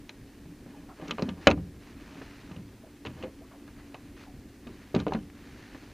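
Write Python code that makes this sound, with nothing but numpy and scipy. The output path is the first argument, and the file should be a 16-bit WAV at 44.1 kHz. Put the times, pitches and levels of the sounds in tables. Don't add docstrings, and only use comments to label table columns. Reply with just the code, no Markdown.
import sys
import numpy as np
from scipy import signal
from scipy.fft import rfft, irfft, next_fast_len
from scipy.io import wavfile

SR = 44100
rng = np.random.default_rng(int(sys.argv[2]) if len(sys.argv) > 2 else 0)


def generate_wav(signal):
    frames = np.transpose(np.atleast_2d(signal))
    scaled = np.clip(frames, -1, 1) * 32767
    pcm = np.round(scaled).astype(np.int16)
    wavfile.write(sys.argv[1], SR, pcm)


N = 261557

# (frequency [Hz], relative density [dB])
NIGHT_SPECTRUM = [(12, -21), (22, -9), (40, -3.5), (120, -5.5), (165, -11.5), (230, -3.5), (370, -9.5),
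                  (480, -18), (650, -23.5), (1300, -33.5), (4000, -34), (8000, -36), (15000, -39.5)]
# (frequency [Hz], correlation [0-1])
NIGHT_CORRELATION = [(1000, 1), (2500, 0.99), (5000, 0.71), (8000, 0.44), (15000, 0.31)]
# (centre [Hz], width [Hz], level [dB])
DRONE_BANDS = [(284.7, 14, -56.5), (9630, 140, -85.5)]
# (frequency [Hz], gain [dB])
CLOTH_SPECTRUM = [(300, 0), (800, 1.5), (1400, 1.5), (1800, 3.5), (2200, 1), (2700, -0.5), (3400, -7),
                  (4300, -5.5), (5200, -10.5), (6400, -11), (8000, -23.5), (14000, -37)]
# (start [s], length [s], level [dB])
JACKET_MOVES = [(.95, 0.38, -56.5), (1.4, .1, -51.5), (1.8, 0.15, -56.5), (1.94, 0.65, -55),
                (3.08, 0.19, -60.5), (3.68, .5, -63), (4.16, .11, -54.5), (4.63, 0.34, -59),
                (5.32, 0.69, -56)]
# (start [s], length [s], start pitch [Hz], end pitch [Hz], level [dB], froth [0-1])
WATER_LAPS = [(.74, 0.044, 940, 750, -60, 0), (0.885, 0.074, 812, 684, -55.5, 0.4),
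              (0.892, 0.053, 1195, 1210, -58, 0.1), (2.836, 0.027, 573, 686, -54.5, 0.1),
              (2.863, 0.026, 650, 600, -58, 0.1), (3.408, 0.036, 488, 854, -55.5, 0),
              (3.438, 0.028, 955, 1350, -63.5, 0), (3.512, 0.026, 950, 770, -57, 1),
              (3.531, 0.044, 680, 533, -57, 0.3), (3.785, 0.045, 1270, 1500, -61, 1),
              (4.262, 0.073, 776, 635, -59, 0)]
# (frequency [Hz], relative level [dB], t60 [s])
BOAT_MODES = [(65.3, -12, 1), (85.75, -9, 0.67), (103.7, -15, 0.46), (124, -18.5, 0.61),
              (171.3, -12.5, 0.22), (180.5, -9, 0.17), (227.4, -12, 0.24), (294.2, -1, 0.24),
              (316, -4.5, 0.12), (390.3, -3.5, 0.18), (439, 5, 0.08), (522.4, 1, 0.12), (605, -4, 0.094),
              (645, -8, 0.065), (712, -5, 0.053), (767, 0, 0.12), (874, -13.5, 0.082), (931, -1, 0.0816),
              (1011, -2.5, .09), (1192, 0, 0.084), (1245, -18, 0.08), (1435, -10, 0.084),
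              (1668, -10.5, 0.0517), (2114, -10.5, 0.052), (2260, -15, 0.067), (2534, -12.5, 0.063),
              (2770, -3.5, 0.02), (2980, -12, 0.045), (3600, -21, 0.04), (4115, -3.5, 0.022)]
# (frequency [Hz], relative density [dB])
DENSE_SPECTRUM = [(40, -15.5), (70, -17.5), (115, -6.5), (170, 3.5), (330, -0.5), (550, -2), (1050, -5),
                  (2000, -13.5), (2800, -17.5), (4200, -14.5), (4900, -19), (6700, -16.5), (7900, -33),
                  (15000, -43)]
# (frequency [Hz], t60 [s])
DENSE_DECAY = [(80, 0.54), (250, 0.14), (500, 0.17), (1000, 0.098), (2500, 0.057), (6000, 0.041),
               (12000, 0.036)]
# (start [s], length [s], level [dB])
OAR_DRAGS = [(.66, 0.22, -51.5), (.975, 0.17, -44), (1.22, 0.14, -47.5), (1.355, 0.1, -46),
             (2.03, 0.23, -51.5), (2.47, 0.14, -50), (3.05, 0.085, -49), (3.15, 0.16, -45),
             (4.945, 0.1, -37.5), (5.07, 0.15, -42)]
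# (time [s], thud level [dB], hollow note [Hz], slack [s], clack level [dB], clink [Hz])
OAR_BLOWS = [(0.093, -75, 230, 0, -43.5, 3800), (0.456, -55.5, 170, 0.0026, -77, 4020),
             (0.662, -50.5, 220, 0, -74, 2780), (0.998, -50, 510, 0.0052, -72, 2670),
             (1.024, -44.5, 350, 0.023, -72, 2200), (1.076, -57, 250, 0.005, -48.5, 6040),
             (1.087, -44.5, 217, 0.0079, -50.5, 1540), (1.109, -47.5, 440, 0, -32, 3060),
             (1.183, -45.5, 1000, 0, -43.5, 1340), (1.194, -39.5, 490, 0, -48.5, 2750),
             (1.222, -31.5, 247, 0, -40, 5040), (1.286, -39.5, 183, .004, -43.5, 3095),
             (1.4701, -17.5, 578, 0.00073, -15.5, 2780), (1.502, -28, 304, 0.00075, -41.5, 6240),
             (1.511, -40, 507, 0.00099, -31, 2470), (1.575, -42, 157, 0.0099, -67, 2800),
             (2.155, -53, 260, 0, -64, 2600), (2.214, -49.5, 340, 0.0027, -51, 1660),
             (2.512, -49.5, 99, 0.0028, -57, 2800), (2.563, -48.5, 104, 0.00094, -55.5, 2870),
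             (3.051, -49, 403, 0, -45, 2090), (3.056, -47.5, 460, 0.0045, -45, 2870),
             (3.069, -48, 124, 0, -46, 2800), (3.221, -54, 520, 0.0049, -49, 2820),
             (3.236, -39, 490, 0, -48, 2380), (3.678, -71.5, 900, 0, -56.5, 1560),
             (3.944, -51, 1050, 0, -49, 2350), (4.338, -57, 130, 0, -80, 3230),
             (4.668, -48.5, 235, 0.0026, -53.5, 2480), (4.944, -29.5, 370, .005, -38.5, 4060),
             (4.962, -29, 193, 0.0015, -43.5, 2550), (4.999, -58, 330, 0.0014, -44, 3960),
             (5.067, -30, 443, 0.014, -48.5, 2860), (5.122, -37, 920, 0.013, -43.5, 3960),
             (5.148, -33.5, 203, 0, -44.5, 1530), (5.297, -59.5, 280, 0.0025, -59.5, 2160),
             (5.747, -51, 288, 0, -53, 2000)]
# (low edge [Hz], centre [Hz], high edge [Hz])
ATTACK_BANDS = [(50, 200, 350), (350, 700, 1400), (1400, 2600, 4500), (4500, 6000, 12000)]
# (boom [dB], knock [dB], crack [dB], tick [dB])
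THUD_OFFSETS_DB = (0.5, -0.5, -15.5, -43)
CLACK_OFFSETS_DB = (-20, -10, 1, -19)


def gain_of(db):
    return 10 ** (np.asarray(db) / 20)


def unit_rms(x):
    return x / np.sqrt(np.mean(x ** 2) + 1e-20)


def lookup(table, hz):
    table_hz, value = np.transpose(table)
    return np.interp(np.log(hz + 1), np.log(table_hz + 1), value)


def add(mix, start_s, sound):
    part = mix[round(start_s * SR):][:len(sound)]
    part += sound[:len(part)]


def coloured(x, spectrum):
    size = next_fast_len(len(x), True)
    gain = gain_of(lookup(spectrum, np.fft.rfftfreq(size, 1 / SR)))
    return unit_rms(irfft(rfft(x, size) * gain, size)[:len(x)])


def min_phase(x, spectrum, size=4096):
    gain = gain_of(lookup(spectrum, np.fft.rfftfreq(size, 1 / SR)))
    cepstrum = irfft(np.log(gain))
    cepstrum[1:size // 2] *= 2
    cepstrum[size // 2 + 1:] = 0
    taps = np.array(irfft(np.exp(rfft(cepstrum))), ndmin=x.ndim)
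    return signal.fftconvolve(x, taps, axes=-1)[..., :x.shape[-1]]


def resonance(x, hz, q, db):
    return x + gain_of(db) * signal.lfilter(*signal.iirpeak(hz, q, SR), x)


def wander(rate_hz, size):
    return coloured(rng.standard_normal(size), [(rate_hz, 0), (2 * rate_hz, -30), (8 * rate_hz, -120)])


def strokes(moves, skew, roundness):
    out = np.zeros(N)
    for start_s, length_s, db in moves:
        progress = np.linspace(0, 1, int(length_s * SR))
        add(out, start_s, gain_of(db) * abs(np.sin(np.pi * progress ** skew)) ** roundness)
    return out


def attack_db(x, low_hz=0, high_hz=SR, size=1024):
    hz = np.fft.rfftfreq(2 * size, 1 / SR)
    fade = np.minimum(np.linspace(5, 0, size), 1)
    power = abs(rfft(x[:size] * fade, 2 * size)) ** 2
    return 10 * np.log10(power[(hz >= low_hz) & (hz < high_hz)].sum() / size ** 2 + 1e-20)


def voiced(ring, bands_db):
    spectrum = [(centre_hz, db - attack_db(ring, low_hz, high_hz))
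                for db, (low_hz, centre_hz, high_hz) in zip(bands_db, ATTACK_BANDS)]
    return min_phase(ring, spectrum)


def night(air_db=-51, swell_db=2.03, swell_hz=4.9):
    size = next_fast_len(N, True)
    hz = np.fft.rfftfreq(size, 1 / SR)
    correlation = np.clip(lookup(NIGHT_CORRELATION, hz), 0, 1)
    spectra = rfft(rng.standard_normal((2, size))) * gain_of(lookup(NIGHT_SPECTRUM, hz))
    mid, side = spectra * np.sqrt([1 + correlation, 1 - correlation])
    air = gain_of(air_db) * unit_rms(irfft(np.array([mid + side, mid - side]), size))
    rumble = signal.sosfilt(signal.butter(1, 400, fs=SR, output="sos"), air)
    air += rumble * (gain_of(swell_db * wander(swell_hz, size)) - 1)
    for centre_hz, width_hz, db in DRONE_BANDS:
        peak = 1 / (1 + (2 * (hz - centre_hz) / width_hz) ** 2)
        air += gain_of(db) * unit_rms(irfft(rfft(rng.standard_normal(size)) * peak, size))
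    return air[:, :N]


def jacket(floor_db=-63.5, grain_db=1.5, grain_hz=107):
    speed = np.hypot(gain_of(floor_db), strokes(JACKET_MOVES, skew=0.93, roundness=0.49))
    friction = rng.standard_normal(N) * gain_of(grain_db * wander(grain_hz, N))
    return speed * coloured(friction, CLOTH_SPECTRUM)


def laps(waver=0.1, waver_hz=140, noise_size=8192):
    out = np.zeros(N)
    for start_s, length_s, start_hz, end_hz, db, froth in WATER_LAPS:
        size = int(length_s * SR)
        hz = np.geomspace(start_hz, end_hz, size) * (1 + waver * wander(waver_hz, noise_size)[:size])
        note = unit_rms(np.sin(2 * np.pi * np.cumsum(hz) / SR))
        spectrum = [(start_hz / 3, -18), (start_hz, 0), (start_hz * 2, -11), (start_hz * 8, -40)]
        splash = coloured(rng.standard_normal(noise_size), spectrum)[:size]
        envelope = np.sin(np.pi * np.sqrt(np.linspace(0, 1, size)))
        lap = envelope * (np.sqrt(1 - froth) * note + np.sqrt(froth) * splash)
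        add(out, start_s, gain_of(db) * unit_rms(lap))
    return out


def main_modes(count, t, spread_db=3.5, spread_rad=1.0):
    hz, db, t60_s = np.transpose(BOAT_MODES)[:, :, None]
    bank = gain_of(db) * np.exp((2j * np.pi * hz - np.log(1000) / t60_s) * t)
    strength, phase = rng.standard_normal((count, len(hz), 2)).transpose(2, 0, 1)
    weights = gain_of(spread_db * strength) * np.exp(1j * spread_rad * phase)
    onset = np.minimum(np.arange(len(t)) / 16, 1)
    return (weights @ bank).imag * onset


def dense_modes(count, size):
    hz, t, frames = signal.stft(rng.standard_normal((count, size)), SR, nperseg=256)
    decay = np.exp(-np.log(1000) * t / lookup(DENSE_DECAY, hz)[:, None])
    _, tails = signal.istft(frames * decay, SR, nperseg=256)
    return min_phase(tails[:, :size], DENSE_SPECTRUM)


def boat_rings(count, size=16384, contact_db=-5, contact_s=0.0024,
               thock_db=-4, thock_hz=620, thock_s=0.0016):
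    t = np.arange(size) / SR
    modes = main_modes(count, t)
    dense = dense_modes(count, size)
    contact = min_phase(rng.standard_normal((count, size)) * np.exp(-t / contact_s), DENSE_SPECTRUM)
    thock = np.sin(2 * np.pi * thock_hz * t[None]) * np.exp(-t / thock_s)
    rings = np.zeros((count, size))
    for rows, share_db in (modes, 0), (dense, 0), (contact, contact_db), (thock, thock_db):
        rings += rows * gain_of([[share_db - attack_db(row)] for row in rows])
    return rings


def scrape(slips_per_s=420, spread_db=4):
    slips = rng.random(N) < slips_per_s / SR
    strength = gain_of(spread_db * np.clip(rng.standard_normal(N), -2, 2))
    force = slips * strength * rng.choice([-1, 1], N)
    ringing = signal.oaconvolve(force, boat_rings(count=1)[0])[:N]
    spectrum = [(100, 2), (300, 2.5), (550, -6.5), (1000, -3), (2000, -2), (3200, 1), (5000, -9.5)]
    return strokes(OAR_DRAGS, skew=0.96, roundness=0.82) * coloured(ringing, spectrum)


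def clack(ring, db, clink_hz, bite_s=0.00035, pivot_hz=2897, db_per_octave=9):
    bite = 1 - np.exp(-np.arange(len(ring)) / SR / bite_s)
    clink = resonance(ring * bite, clink_hz, q=7, db=3)
    tilt_db = db_per_octave * np.log2(clink_hz / pivot_hz) * np.array([-1, -1, 0, 1])
    return voiced(clink, db + tilt_db + CLACK_OFFSETS_DB)


def thud(ring, db, note_hz, pivot_hz=450, db_per_octave=4):
    body = resonance(ring, note_hz, q=0.59, db=-0.5)
    hollow = resonance(body, note_hz, q=5.1, db=6.5)
    tilt_db = db_per_octave * np.log2(pivot_hz / note_hz) * np.array([1, -1, -1, -1])
    return voiced(hollow, db + tilt_db + THUD_OFFSETS_DB)


def blows(low_cut_hz=58):
    bass_cut = signal.butter(3, low_cut_hz, "highpass", fs=SR, output="sos")
    count = len(OAR_BLOWS)
    hull_rings = signal.sosfilt(bass_cut, boat_rings(count))
    lock_rings = signal.sosfilt(bass_cut, boat_rings(count, 8192, contact_db=-2.5, contact_s=0.0022))
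    out = np.zeros(N)
    for blow, hull, lock in zip(OAR_BLOWS, hull_rings, lock_rings):
        time_s, thud_db, note_hz, slack_s, clack_db, clink_hz = blow
        add(out, time_s, thud(hull, thud_db, note_hz))
        add(out, time_s + slack_s, clack(lock, clack_db, clink_hz))
    return out


def scene():
    return blows() + scrape() + laps() + jacket() + night()


def record(dry):
    clipped = dry / (1 + dry ** 6) ** (1 / 6)
    cutoff_hz = 15400
    taps = signal.firwin(511, cutoff_hz, window=("kaiser", 9), fs=SR)
    return signal.oaconvolve(clipped, taps[None], "same")


dry = scene()
out = record(dry)
generate_wav(out)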